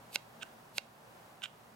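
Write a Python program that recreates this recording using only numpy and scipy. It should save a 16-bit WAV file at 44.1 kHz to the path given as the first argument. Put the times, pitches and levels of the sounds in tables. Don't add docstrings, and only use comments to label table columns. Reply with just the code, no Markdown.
import sys
import numpy as np
from scipy import signal
from scipy.fft import rfft, irfft
from scipy.io import wavfile
from scipy.ndimage import uniform_filter1d

SR = 44100
rng = np.random.default_rng(int(sys.argv[2]) if len(sys.argv) > 2 else 0)


def unload_wav(signal):
    wavfile.write(
        sys.argv[1],
        SR,
        np.round(np.clip(np.atleast_2d(signal).T, -1, 1) * 32767).astype(np.int16),
    )


N = 77175


def snaps():
    # landing time in seconds, then in relative dB the landing's level, its boost,
    # the shell's highest tone, the first crack's level and its boost.
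    double_clicks = [(0.1589, -1.5, -2, -15, -6.5, 5), (0.7825, -2, -0.5, -4, -16, 4)]
    # frequency in Hz, relative level in dB.
    tone = [(60, -22), (200, -12.5), (400, -8.5), (900, -3), (1200, -19), (1500, -3), (1850, -13),
            (2150, 4), (2550, 7), (3200, -1.5), (4200, -0.5), (5200, -2), (6800, -7.5), (9000, -14.5),
            (12000, -15.5), (16000, -37)]
    # frequency in Hz, left minus right in dB.
    balance = [(200, -1), (700, -1.5), (1400, -18), (2400, -5.5), (4200, -15.5), (6500, 5), (9000, 5),
               (15000, -5)]
    boost_share = read([(4800, 0.43), (7500, 0.58)])
    gap_s, crack_db, release_ring_db = 0.00168, -4.5, -29
    out = np.zeros((2, N))
    for at, db, boost_db, top_db, release_db, release_boost_db in double_clicks:
        release, landing = -tap(at - gap_s, release_db), tap(at, db)
        for push, extra_db in ((release, release_boost_db), (landing, boost_db)):
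            out += undb(crack_db) * stereo(push, read(tone) + extra_db * boost_share, balance)
        ring = signal.fftconvolve(landing + undb(release_ring_db) * release, shell_ring(top_db))[:N]
        out += ring * undb([[-2], [2]])
    return out


def shell_ring(top_db):
    # pitch in Hz, relative level in dB, seconds to fade by 60 dB.
    shell_tones = [(588.5, -44.5, 0.061), (1540, -76, 0.06), (2778, -38.5, 0.054), (3920, -42.5, 0.034),
                   (4460, -42.5, 0.067)]
    t = np.arange(N) / SR
    tones = [undb(db) * np.sin(2 * np.pi * hz * t) * undb(-60 * t / fade) for hz, db, fade in shell_tones]
    ring = sum(tones[:-1]) + undb(top_db) * tones[-1]
    low_cut = signal.butter(2, 418, "high", fs=SR, output="sos")
    return signal.sosfilt(low_cut, ring)


def slides():
    # peak time in seconds, rise in seconds, relative level in dB.
    hisses = [(0.152, 0.013, -42), (.779, 0.017, -47.5)]
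    # time of a snag in seconds, relative level in dB.
    snags = [(0.1308, -32), (0.1472, -22)]
    # frequency in Hz, relative level in dB.
    tone = [(590, -36), (1000, -10), (1940, -11), (2620, 6), (3380, 0), (4310, 6), (5970, -1.5),
            (8650, 2.5), (9600, -7), (11400, 6), (16000, -17)]
    # frequency in Hz, left minus right in dB.
    balance = [(1000, -11), (3000, -13.5), (6000, -1.5), (14000, 6)]
    loudness = sum(undb(db) * swell(at, rise, fall=0.0037) for at, rise, db in hisses)
    hiss = loudness * slips(per_second=14000, unevenness=0.2)
    ticks = sum(tap(at, db) for at, db in snags)
    return stereo(hiss + ticks, read(tone), balance)


def rubs():
    # peak time, rise and fall in seconds, then relative level, body and treble boosts in dB.
    spurts = [(0.4251, 0.007, 0.00091, -45, -6, -2), (0.4272, 0.0015, 0.00069, -51, -2, 8),
              (.4320, 0.0021, 0.0007, -33.5, 15, 4), (1.4338, 0.0066, 0.0012, -45.5, -22, 3),
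              (1.4373, 0.002, 0.001, -34.5, 10, -2), (1.4398, 0.0015, 0.0033, -35.5, -18, 2.5),
              (1.4517, .004, 0.00081, -44, -24, 4), (1.4563, 0.0018, 0.0048, -41.5, -17, -4)]
    # time of a dull tick in seconds, relative level in dB.
    dull_ticks = [(0.4147, -32), (1.4203, -26), (1.4581, -20)]
    # frequency in Hz, relative level in dB.
    tone = [(290, -53), (500, -37), (1090, -14), (1510, 4.5), (1840, -11.5), (1950, -10.5), (2810, 4.5),
            (3340, -0.5), (3700, -1.5), (4150, -11), (4730, -14.5), (7980, -14), (10700, -31.5),
            (13800, -28), (16000, -45)]
    # frequency in Hz, left minus right in dB.
    balance = [(60, -1.5), (110, -4), (200, -7), (380, -7), (700, -31), (1290, -10.5), (2380, -11),
               (4400, -5.5), (8120, -0.5), (15000, 2.5)]
    grit = slips(per_second=4300, unevenness=0.13)
    body = read([(1700, 0.56), (2200, 0.44)])
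    treble = read([(4000, 0), (8000, 1)])
    creak = np.zeros((2, N))
    for at, rise, fall, db, body_db, treble_db in spurts:
        spurt = undb(db) * swell(at, rise, fall) * grit
        creak += stereo(spurt, read(tone) + body_db * body + treble_db * treble, balance)
    ticks = sum(tap(at, db) for at, db in dull_ticks)
    dull_tone = read(tone) - 8 * body - 10 * treble
    return creak + stereo(ticks, dull_tone, balance)


def echo(near, level_db=-22, fade_s=0.35):
    t = np.arange(N) / SR
    tail = rng.standard_normal((2, N)) * undb(-60 * t / fade_s)
    tail /= np.sqrt(np.sum(tail ** 2, axis=1, keepdims=True))
    return undb(level_db) * signal.fftconvolve(near, tail, axes=1)[:, :N]


def outdoor_air(level_db=-59, waver_db=1.11):
    # frequency in Hz, relative level in dB.
    tone = [(20, -29), (55, -13), (90, -11), (120, -4), (180, -3), (245, -4), (290, -9), (500, -6),
            (750, -4), (1000, -7), (1300, -11), (1600, -13), (2200, -19), (3500, -23), (7000, -26),
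            (15000, -28)]
    # frequency in Hz, left minus right in dB.
    balance = [(60, 0.16), (110, 1), (200, 0.97), (380, -2.3), (700, -0.099), (1290, -2.1), (2380, 1),
               (4400, 0.13), (8120, -0.17), (15000, -0.15)]
    # frequency in Hz, how alike left and right are (1 the same, 0 unrelated, below 0 opposed).
    likeness = [(60, 0.75), (130, 1), (290, 0.67), (640, 0.39), (1410, -0.024), (3100, -0.17), (6820, 0.56),
                (15000, 0.99)]
    alike = np.clip(read(likeness), -0.95, 0.99)
    width_db = 10 * np.log10((1 - alike) / (1 + alike))
    middle = colour(rng.standard_normal(N), read(tone))
    width = colour(rng.standard_normal(N), read(tone) + width_db)
    pair = np.array([colour(middle + side * width, side * read(balance) / 2) for side in (1, -1)])
    return pair / np.std(middle) * undb(level_db + waver_db * wander(6.54))


def machine_hum(waver_db=1, drift_radians=0.27):
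    # pitch in Hz, average level in dB.
    tones = [(119, -74), (147, -77.5), (226, -74.5)]
    t = np.arange(N) / SR
    out = np.zeros(N)
    for hz, db in tones:
        loudness = np.sqrt(2) * undb(db + waver_db * wander(6.4))
        out += loudness * np.sin(2 * np.pi * hz * t + drift_radians * wander(10.6))
    return out


def tap(at, db):
    return (np.arange(N) == int(at * SR)) * undb(db)


def slips(per_second, unevenness):
    pushes = (rng.random(N) < per_second / SR) * rng.choice([-1, 1], N)
    return unit(pushes * np.exp(unevenness * rng.standard_normal(N)))


def swell(at, rise, fall):
    t = np.arange(N) / SR - at
    return np.exp(np.where(t < 0, t / rise, -t / fall))


def wander(per_second):
    hold = int(SR / per_second)
    steps = np.repeat(rng.standard_normal(N // hold + 1), hold)
    return unit(uniform_filter1d(uniform_filter1d(steps, hold), hold)[:N])


def stereo(x, db, balance):
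    db = db - 10 * np.log10(np.mean(undb(db) ** 2))
    return np.array([colour(x, db + side * read(balance) / 2) for side in (1, -1)])


def colour(x, db):
    cepstrum = irfft(np.log(undb(db)), N)
    cepstrum[1:] *= 2
    cepstrum[N // 2:] = 0
    return irfft(rfft(x) * np.exp(rfft(cepstrum)), N)


def read(points):
    hz, value = np.array(points, float).T
    all_hz = np.maximum(np.fft.rfftfreq(N, 1 / SR), 1)
    return np.interp(np.log(all_hz), np.log(hz), value)


def undb(db):
    return 10 ** (np.asarray(db) / 20)


def unit(x):
    return x / np.sqrt(np.mean(x ** 2))


def scene():
    presses, creaks = snaps() + slides(), rubs()
    scatter = echo(presses + undb(5) * creaks)
    return presses + creaks + scatter + outdoor_air() + machine_hum()


def record(dry):
    return signal.sosfilt(signal.ellip(10, 0.1, 70, 15900, fs=SR, output="sos"), dry)


dry = scene()
out = record(dry)
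unload_wav(out)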